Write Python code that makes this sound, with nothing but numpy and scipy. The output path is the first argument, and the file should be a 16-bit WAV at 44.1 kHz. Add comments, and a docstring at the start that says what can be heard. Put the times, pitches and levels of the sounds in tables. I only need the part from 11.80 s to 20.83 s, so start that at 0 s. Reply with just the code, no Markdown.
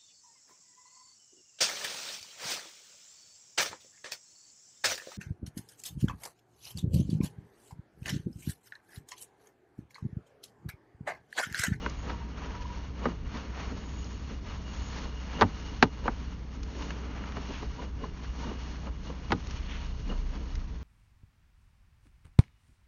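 """A springy rod pushes an inspection camera down a drain: dry friction rubs in strokes through its guide.
Stick-slip makes the guide squeak, grit ticks on the rod, and blows of the rod set the reel frame ringing.
Friction is noise with tiny slips in it; dispersion along the rod turns slips and slaps into falling chirps.
Behind this the turning reel rumbles and shudders, and a motor holds a steady low hum.
The hardest slaps are rounded, and nothing is heard above about 7 kHz."""
import sys
import numpy as np
from scipy import signal
from scipy.fft import rfft, irfft, next_fast_len
from scipy.io import wavfile
from scipy.ndimage import uniform_filter1d, map_coordinates

SR = 44100
rng = np.random.default_rng(int(sys.argv[2]) if len(sys.argv) > 2 else 0)


def int16_out(signal):
    """Quantize to a 16-bit WAV file."""
    q = np.round(np.clip(np.atleast_2d(signal).T, -1, 1) * 32767)
    wavfile.write(sys.argv[1], SR, q.astype(np.int16))


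N = 398223  # length [samples]
TOP_HZ = 6950  # upper limit of the sound

# tones of a motor humming nearby: (frequency [Hz], mean level [dB rms])
HUM_TONES = [(61.9, -40.5), (123.8, -59.5), (154.8, -54), (185.7, -57.5), (317, -65.5)]

# deep shudders of the reel: (time of peak [s], level [dB], length [s])
REEL_SHUDDERS = [(0.16, -35, 0.1), (3.25, -40.5, 0.12), (5.7, -46, .2), (7.52, -41, .12), (7.85, -33, 0.25),
                 (8.1, -42, 0.14), (8.38, -34.5, 0.37), (8.78, -36, 0.18)]
# spectra of the turning reel and of its frame's drone: (frequency [Hz], relative level [dB per Hz])
RUMBLE_SPECTRUM = [(12, -25.5), (22, -7.5), (32, 1), (52, 3.5), (80, -1), (115, -6.5), (145, -13.5),
                   (200, -19), (400, -63)]
DRONE_SPECTRUM = [(110, -15.5), (190, 1.5), (235, 0), (280, -1), (360, -10.5), (440, -5), (520, -17),
                  (700, -22.5), (1200, -52.5)]
RUMBLE_DB, RUMBLE_LUMP_DB = -42, 2  # level and scatter of the rumble
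DRONE_REST_DB, DRONE_OVER_RUB_DB = -52.5, 0.5  # the drone at rest, and over the rub that drives it

# grit ticking on the rod: (time [s], level [dB], treble in its spectrum [dB])
GRIT_TICKS = [(0.097, -44.5, 8), (1.572, -42, -9), (2.244, -48, 17), (4.364, -52, -6), (4.832, -43.5, 1),
              (5.023, -40.5, -7), (5.1052, -36.5, -16), (5.379, -49, -24), (5.521, -44, -12),
              (7.671, -45.5, -1), (7.709, -42, -2), (8.7542, -43.5, -2.5)]

# the rod slapping or tapping the frame: (time [s], knock level [dB],
# then over the knock: low thud [dB], mid clack [dB], high crack [dB], ring of the frame [dB])
ROD_SLAPS = [(0.062, -32.5, -1, 0.5, -16, -12), (0.298, -41, -3, 0, -9, -5), (0.752, -49, -6, -5, -26, -14),
             (1.255, -30, 4.5, -5, -18, 2.5), (3.611, -23, -5.5, -6.5, -6, 4),
             (3.616, -19.5, 0.5, -21, -16, -9), (3.621, -14.5, -5, -10, -16.5, -1.5),
             (4.026, -15.5, 0.3, -0.5, -5.5, -3), (4.256, -37, 5, -15, -17, -12),
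             (4.279, -24.5, -7.5, -7, -27, -7), (5.438, -47.5, -5, 2, -14, -10),
             (5.569, -45.5, 10, -7, -8, 5), (5.58, -52, 14.5, -7, -13, -4), (6.24, -44.5, 1, -10, -27, 1),
             (6.713, -49, 12.5, -3, -21, -9), (7.506, -37.5, -8, -5, -13, -13),
             (7.52, -25, -1.5, -3, -7, 5.5), (8.316, -55, 7, 1, -23, 4)]
# spectrum of a blow before its bands are levelled: (frequency [Hz], relative level [dB])
SLAP_SPECTRUM = [(50, -15), (105, -4), (145, -10), (250, 3.5), (350, -3.5), (450, 1.5), (650, -3.5),
                 (880, 8), (1300, 4.5), (2000, -4.5), (2700, -10), (3700, -10), (5200, -17), (7000, -26.5)]
# decay of the rattle in a blow: (frequency [Hz], time to fall 60 dB [s])
RATTLE_DECAY = [(100, 0.16), (400, 0.069), (1000, 0.036), (2500, 0.041), (7000, 0.041)]
# modes of the frame: (frequency [Hz], relative level [dB], time to fall 60 dB [s])
FRAME_MODES = [(100, -1, 0.15), (185.5, -9.5, 0.18), (243.8, -4, 0.13), (282, -6.5, 0.11), (348, -7, 0.087),
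               (448, -4, 0.095), (616, -11, 0.052), (770, -11, 0.047), (830, -6.5, 0.05),
               (931, -4.5, 0.044), (1008, -10.5, 0.055), (1247, -4, 0.055), (1506, -8.5, 0.05),
               (1934, -10.5, 0.039)]
BUILD_CYCLES = 1.9  # build-up constant of a mode [cycles]
SPOT_SPREAD_DB, DETUNE = 1.5, 0.019  # scatter from blow to blow: level, fraction of the pitch

# short squeaks of the guide: (time of peak [s], level [dB], length [s], pitch [Hz])
GUIDE_SQUEAKS = [(0.282, -45, 0.033, 953), (0.345, -45, 0.022, 945), (0.415, -49, 0.07, 942),
                 (0.624, -44, .02, 975), (0.692, -50.5, 0.055, 960), (0.757, -44, 0.029, 962),
                 (0.757, -47, 0.013, 1320), (0.807, -47, 0.046, 962), (0.853, -45, 0.024, 955),
                 (0.917, -46, 0.04, 975), (0.98, -55, 0.099, 950), (5.994, -43, 0.02, 970),
                 (6.243, -38.5, 0.01, 1040), (6.636, -44, .03, 950)]
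SQUEAK_WANDER_HZ, SQUEAK_FLUTTER_DB = 22, 2.5  # scatter of pitch and level

# pushes of the rod through its guide: (time of peak [s], rub level [dB], hiss level [dB], length [s])
ROD_PUSHES = [(0.05, -46, -53.5, 0.19), (0.31, -47.5, -57, 0.25), (0.64, -46, -58.5, 0.21),
              (0.89, -51.5, -58, 0.87), (1.26, -47, -58, 0.13), (1.56, -46, -55.5, 0.23),
              (1.81, -46, -55.5, 0.42), (2.22, -57, -58.5, 0.85), (2.51, -51, -63, 0.063),
              (2.71, -49.5, -61, 0.15), (2.93, -49.5, -54.5, 0.86), (3.18, -47, -51.5, 0.21),
              (3.56, -44, -53, 0.19), (3.86, -51, -54.5, 0.52), (4.24, -53, -59.5, 0.45),
              (4.47, -55, -60.5, 0.27), (4.75, -70, -63.5, 0.11), (5.02, -51, -54, 0.32),
              (5.36, -48.5, -60, 1), (5.72, -50.5, -53.5, 0.43), (6.02, -54, -58.5, 0.072),
              (6.26, -60, -61.5, 0.16), (6.44, -52.5, -59, 0.14), (6.64, -46.5, -52.5, 0.21),
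              (6.89, -50.5, -56, 0.41), (7.28, -60, -55, 0.074), (7.47, -53, -61, 0.23),
              (7.73, -53, -56, 0.54), (7.96, -52, -57.5, 0.28), (8.28, -61, -61, 0.85),
              (8.55, -50, -58.5, 0.08), (8.71, -56, -60.5, 0.16)]
# coils brushing the frame: (time of peak [s], brush level [dB], drone level [dB], length [s])
COIL_BRUSHES = [(0.05, -43, -42.5, 0.052), (0.275, -44, -41.5, 0.055), (0.309, -42, -49, 0.064),
                (1.262, -39, -38, 0.091), (1.31, -57, -44, .03), (1.926, -58, -42, 0.12),
                (2.2, -64, -49, 0.61), (2.52, -67.5, -40.5, 0.07), (3.26, -46.5, -44.5, 0.068),
                (3.6, -36.5, -39, 0.04), (3.93, -49, -43, 0.038), (4.268, -37, -41, 0.038),
                (5.01, -45.5, -50, 0.061), (5.08, -65, -44, 0.67), (5.42, -50, -44, 0.045),
                (5.572, -37.5, -44, 0.02), (5.705, -41.5, -37, 0.027), (5.832, -43.5, -39, 0.036),
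                (6.02, -43, -43, 0.071), (6.236, -44.5, -37, 0.062), (6.68, -45, -39.5, 0.1),
                (7.075, -41.5, -42.5, 0.049), (7.306, -44, -43, 0.066), (7.513, -35, -32, 0.015),
                (8.315, -43.5, -38.5, 0.075), (8.58, -59, -44, 0.19)]
# a drier rasp on a few pushes: (time of peak [s], level [dB], length [s])
RASP_SWELLS = [(5.745, -48, 0.096), (7.78, -55, 0.18), (7.93, -48, 0.16)]
# the guide's thin ring catching on its own: (time of peak [s], level [dB], length [s])
RING_WHINES = [(0.06, -63, .1), (2.7, -56, 0.07), (2.89, -50, 0.05), (3.3, -61.5, 0.51),
               (3.579, -45.5, 0.034), (3.86, -53, .12), (4.259, -50, 0.029), (8.05, -57, 0.082),
               (8.303, -51, 0.016), (8.333, -51.5, .018)]
# a faint high whistle in the hiss: (time of peak [s], level [dB], length [s])
HISS_WHISTLES = [(0.23, -61.5, 0.17), (2.18, -60, 0.44), (3.02, -56.5, 0.24), (5.02, -63, 0.14)]
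# the rod stalling: (time of stillest point [s], depth, negative lifts [dB], length [s])
ROD_STALLS = [(0.5, 1.5, 0.18), (1.116, 3.5, 0.062), (1.424, 5.5, 0.12), (1.706, 5, 0.076),
              (2.61, 5.5, 0.078), (2.85, 3, 0.2), (3.78, -0.5, 0.12), (4.105, 2, 0.048), (4.628, 3, 0.071),
              (4.812, 3, 0.069), (6.13, 4, 0.077), (6.325, 2, .04), (7.11, 5.5, 0.039), (7.42, 2.5, 0.047),
              (8.467, 1, 0.056)]
# spectra of the friction: (frequency [Hz], relative level [dB per Hz])
RUB_SPECTRUM = [(300, -24.5), (520, 0), (700, -1.5), (1100, 1), (1600, -3), (2200, -4.5), (2600, -7.5),
                (3300, -11), (5000, -40)]
HISS_SPECTRUM = [(1500, -17), (2500, 2), (3300, 5.5), (4200, 4), (4900, 1.5), (5600, 5), (6700, 1),
                 (7200, -29)]
BRUSH_SPECTRUM = [(300, -4.5), (500, 4.5), (720, -3), (1000, -1), (1500, -7.5), (2200, -13.5),
                  (3000, -17.5), (4200, -20.5), (6000, -28.5)]
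RASP_SPECTRUM = [(1000, -26.5), (1700, 3.5), (2400, 5), (3350, 3.5), (3900, -8.5), (5000, -31.5)]
# resonances of the guide: (frequency [Hz], width [Hz], level over the direct sound [dB])
GUIDE_RESONANCES = [(955, 54, -5.5), (1210, 170, -21), (4364, 150, 0), (6610, 130, -4.5)]
RISE_SHARE, SWELL_SHAPE = 0.48, 1.07  # part of a swell spent rising; its top (1 pointed, 2 bell-shaped)
CREEP_RUB_DB, CREEP_HISS_DB = -58.5, -65.5  # the rod creeping on between pushes
RING_OVER_HISS_DB, RING_OVER_BRUSH_DB = -6.5, -19  # the thin ring follows the friction
SLIPS_PER_S, SLIP_SPREAD_DB = 370, 1.5  # tiny slips: mean rate, scatter of size
BRUSH_SLIP_DB, RUB_SLIP_DB = 1.5, -6  # slips over the smooth noise of a brush and of a rub
# time a 1 kHz bending wave needs to run down the rod, from a slip and from a slap [s]
SLIP_TRAVEL_S, SLAP_TRAVEL_S = 0.004276, 0.002978


def amp(db):
    """Amplitude ratio: 20 dB is a factor of ten."""
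    return 10 ** (np.asarray(db) / 20)


def unit(x):
    """Normalization: x at rms 1."""
    return x / np.sqrt(np.mean(x ** 2) + 1e-20)


def along(points, hz):
    """Interpolation on a log frequency axis: (frequency [Hz], value) points read at hz."""
    f, v = np.transpose(points)
    return np.interp(np.log(hz + 1), np.log(f + 1), v)


def curves(rows):
    """Linear interpolation in time: one value per sample for each column after the time."""
    s, *cols = np.transpose(rows)
    return [np.interp(np.arange(N) / SR, s, c) for c in cols]


def wobble(rate):
    """Band-limited randomness: a smooth curve through rate random knots a second."""
    knots = rng.standard_normal(int(N * rate / SR) + 4)
    return map_coordinates(knots, [np.arange(N) * rate / SR])


def filtered(x, response):
    """Linear filtering: the spectrum of x times a response of frequency."""
    m = next_fast_len(len(x) + SR // 4)
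    return irfft(rfft(x, m) * response(np.fft.rfftfreq(m, 1 / SR)), m)[:len(x)]


def resonance(f, hz, width):
    """Damped resonance: response of one mode, 1 at its centre."""
    return 1j * f * width / (hz * hz - f * f + 1j * f * width)


def noise(spectrum):
    """Spectral shaping: coloured noise of rms 1."""
    return unit(filtered(rng.standard_normal(N), lambda f: amp(along(spectrum, f))))


def narrow(hz, width):
    """Selective resonance: noise through two equal modes in series, at rms 1."""
    return unit(filtered(rng.standard_normal(N), lambda f: resonance(f, hz, width) ** 2))


def add(track, s, sound):
    """Superposition: mix a sound into the track at time s."""
    start = max(round(s * SR), 0)
    track[start:start + len(sound)] += sound[:N - start]


def swells(rows):
    """Addition of powers: each event rises, peaks and dies away; one gain curve per level column."""
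    peak, *levels, length = np.transpose(rows)
    s = np.arange(0, N / SR, .001)
    age = (s - peak[:, None]) / length[:, None]
    from_peak = np.maximum(-age / RISE_SHARE, age / (1 - RISE_SHARE))
    power = np.exp(-2 * from_peak ** SWELL_SHAPE)
    gains = np.sqrt(amp(levels) ** 2 @ power)
    return curves(np.column_stack([s, *gains]))


def bending(x, travel):
    """Dispersion: bending waves run faster at higher frequency, so the treble arrives first."""
    # delays count from the arrival of TOP_HZ; travel is the whole journey of 1 kHz
    phase = lambda f: 2 * np.sqrt(1000 * f) - f * np.sqrt(1000 / TOP_HZ)
    return filtered(x, lambda f: np.exp(-2j * np.pi * travel * phase(f)))


def band_peak(x, response):
    """Short-time power: one band of x, scaled so that its loudest 5 ms have rms 1."""
    band = filtered(x, response)
    return band / np.sqrt(uniform_filter1d(band ** 2, size=220).max())


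def hum():
    """Modulated steady tones: each wavers a little in level and phase."""
    t = np.arange(N) / SR
    out = np.zeros(N)
    for hz, db in HUM_TONES:
        level = np.sqrt(2) * amp(db + 0.68 * wobble(4.8))  # sqrt(2): peak of a sine over its rms
        phase = 0.24 * wobble(1.5) + rng.uniform(0, 2 * np.pi)
        out += level * np.sin(2 * np.pi * hz * t + phase)
    return out


def reel(rubbing, knocking):
    """Forced vibration: pushes and brushes drive the frame's drone over a lumpy rumble and shudders."""
    rumble = amp(RUMBLE_DB + RUMBLE_LUMP_DB * wobble(12.0)) * noise(RUMBLE_SPECTRUM)
    driven = np.hypot(amp(DRONE_REST_DB), amp(DRONE_OVER_RUB_DB) * rubbing)
    shake = np.hypot(driven * amp(1.2 * wobble(25)), knocking)
    shudder = swells(REEL_SHUDDERS)[0] * narrow(33.22, 3.1)
    return rumble + shake * noise(DRONE_SPECTRUM) + shudder


def ticks():
    """Impulsive contact: grit gives tiny dry bursts, dull or bright."""
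    out, t = np.zeros(N), np.arange(SR // 30) / SR
    for s, db, bright_db in GRIT_TICKS:
        burst = rng.standard_normal(len(t)) * amp(-60 * t / 0.024)  # falls 60 dB in 24 ms
        colour = [(500, -27.0), (1300, 3), (2800, -2.5), (5000, bright_db)]
        add(out, s, amp(db) * band_peak(burst, lambda f: amp(along(colour, f)) * (f < TOP_HZ)))
    return out


def frame_ring(t):
    """Modal superposition: modes build up and die away, scattered as each blow lands on another spot."""
    out = np.zeros(len(t))
    for hz, db, t60 in FRAME_MODES:
        louder, sharper, phase = rng.standard_normal(3)
        decay = amp(db + SPOT_SPREAD_DB * louder - 60 * t / t60)
        build_up = 1 - np.exp(-t * hz / BUILD_CYCLES)
        pitch = hz * (1 + DETUNE * sharper)
        out += decay * build_up * np.sin(2 * np.pi * pitch * t + np.pi * phase)
    return out


def slap_blow(t, lead):
    """Impact excitation: an impulse and a rattle that decays by frequency, after lead samples."""
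    hz, age, z = signal.stft(rng.standard_normal(len(t)), SR, nperseg=128)
    decay = amp(-60 * age / along(RATTLE_DECAY, hz)[:, None])
    rattle = signal.istft(z * decay, SR, nperseg=128)[1][:len(t)]
    return np.pad((t == 0) + 0.1 * rattle, (lead, 0))


def slaps():
    """Impact and dispersion: a blow becomes a falling chirp with a rattle, and rings the frame."""
    out, t = np.zeros(N), np.arange(SR // 4) / SR
    lead = SR // 100  # 10 ms of room ahead of the blow
    below = lambda f, edge_hz: 1 / (1 + (f / edge_hz) ** 8)
    thud_hz, knock_hz, clack_hz = 530, 1400, 2600  # upper band edges
    for s, db, thud_db, clack_db, crack_db, ring_db in ROD_SLAPS:
        coloured = filtered(slap_blow(t, lead), lambda f: amp(along(SLAP_SPECTRUM, f)))
        sound = bending(coloured, SLAP_TRAVEL_S)
        thud = amp(thud_db) * band_peak(sound, lambda f: below(f, thud_hz))
        knock = band_peak(sound, lambda f: below(f, knock_hz) - below(f, thud_hz))
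        clack = amp(clack_db) * band_peak(sound, lambda f: below(f, clack_hz) - below(f, knock_hz))
        crack = amp(crack_db) * band_peak(sound, lambda f: 1 - below(f, clack_hz))
        add(out, s - lead / SR, amp(db) * (thud + knock + clack + crack))
        add(out, s + SLAP_TRAVEL_S, amp(db + ring_db) * frame_ring(t))
    return out


def squeaks():
    """Stick-slip oscillation: the guide sings short notes that stray in pitch and flutter in level."""
    stray_hz = SQUEAK_WANDER_HZ * (wobble(160) + 0.299 * wobble(20))
    flutter = np.sqrt(2) * unit(amp(SQUEAK_FLUTTER_DB * wobble(190)))
    out = np.zeros(N)
    for s, db, length, hz in GUIDE_SQUEAKS:
        note = np.sin(2 * np.pi * np.cumsum(hz + stray_hz) / SR)
        out += swells([(s, db, length)])[0] * note
    return flutter * out


def slips(spectrum):
    """Random impulses and dispersion: tiny slips, each drawn out into a chirp by the rod; rms 1."""
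    happens = rng.random(N) < SLIPS_PER_S / SR
    size = amp(SLIP_SPREAD_DB * np.clip(rng.standard_normal(N), -2, 2))
    kicks = happens * rng.choice([-1, 1], N) * size
    return unit(bending(filtered(kicks, lambda f: amp(along(spectrum, f))), SLIP_TRAVEL_S))


def friction(spectrum, slip_db):
    """Dry friction: smooth sliding noise with tiny slips in it; rms 1."""
    return unit(noise(spectrum) + amp(slip_db) * slips(spectrum))


def sliding():
    """Friction needs motion: the gain of its sound drops as the rod stalls."""
    t = np.arange(N) / SR
    return amp(-sum(depth * np.exp(-(2 * (t - s) / length) ** 2) for s, depth, length in ROD_STALLS))


def guide(f):
    """Resonant coloration: magnitude response of the direct sound plus the guide's resonances."""
    return np.abs(1 + sum(amp(db) * resonance(f, hz, width) for hz, width, db in GUIDE_RESONANCES))


def rod(rubbing, hissing, brushing):
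    """Sliding friction into resonators: uneven rubbing coloured by the guide, a thin ring and a whistle."""
    grip = amp(1.3 * wobble(45) + 0.81 * wobble(400))  # the rod's surface catches and lets go
    rub = np.hypot(rubbing, amp(CREEP_RUB_DB)) * friction(RUB_SPECTRUM, RUB_SLIP_DB)
    hiss = np.hypot(hissing, amp(CREEP_HISS_DB)) * noise(HISS_SPECTRUM)
    rasp = swells(RASP_SWELLS)[0] * noise(RASP_SPECTRUM)
    brush = brushing * friction(BRUSH_SPECTRUM, BRUSH_SLIP_DB)
    coloured = filtered(grip * (rub + hiss + rasp) + brush, guide)
    # the thin ring flutters, swells with each push and brush, and now and then whines
    driven = amp(RING_OVER_HISS_DB) * hissing + amp(RING_OVER_BRUSH_DB) * brushing
    ring_level = np.hypot(driven, swells(RING_WHINES)[0])
    ring = ring_level * amp(2.0 * wobble(55)) * narrow(2869, 120)
    whistle = swells(HISS_WHISTLES)[0] * narrow(6660, 220)
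    return sliding() * (coloured + ring + whistle)


def scene():
    """Superposition at one microphone: the same pushes and brushes drive both rod and reel."""
    rubbing, hissing = swells(ROD_PUSHES)
    brushing, knocking = swells(COIL_BRUSHES)
    background = hum() + reel(rubbing, knocking)
    contacts = ticks() + slaps() + squeaks()
    return (background + contacts + rod(rubbing, hissing, brushing))[None]


def record(dry):
    """Saturation and low-pass filtering: the hardest slaps are rounded, then all above TOP_HZ falls away."""
    rounded = dry / (1 + np.abs(dry / .9) ** 6) ** (1 / 6)
    return np.array([filtered(x, lambda f: 1 / np.hypot(1, (f / TOP_HZ) ** 60)) for x in rounded])


dry = scene()
out = record(dry)
int16_out(out)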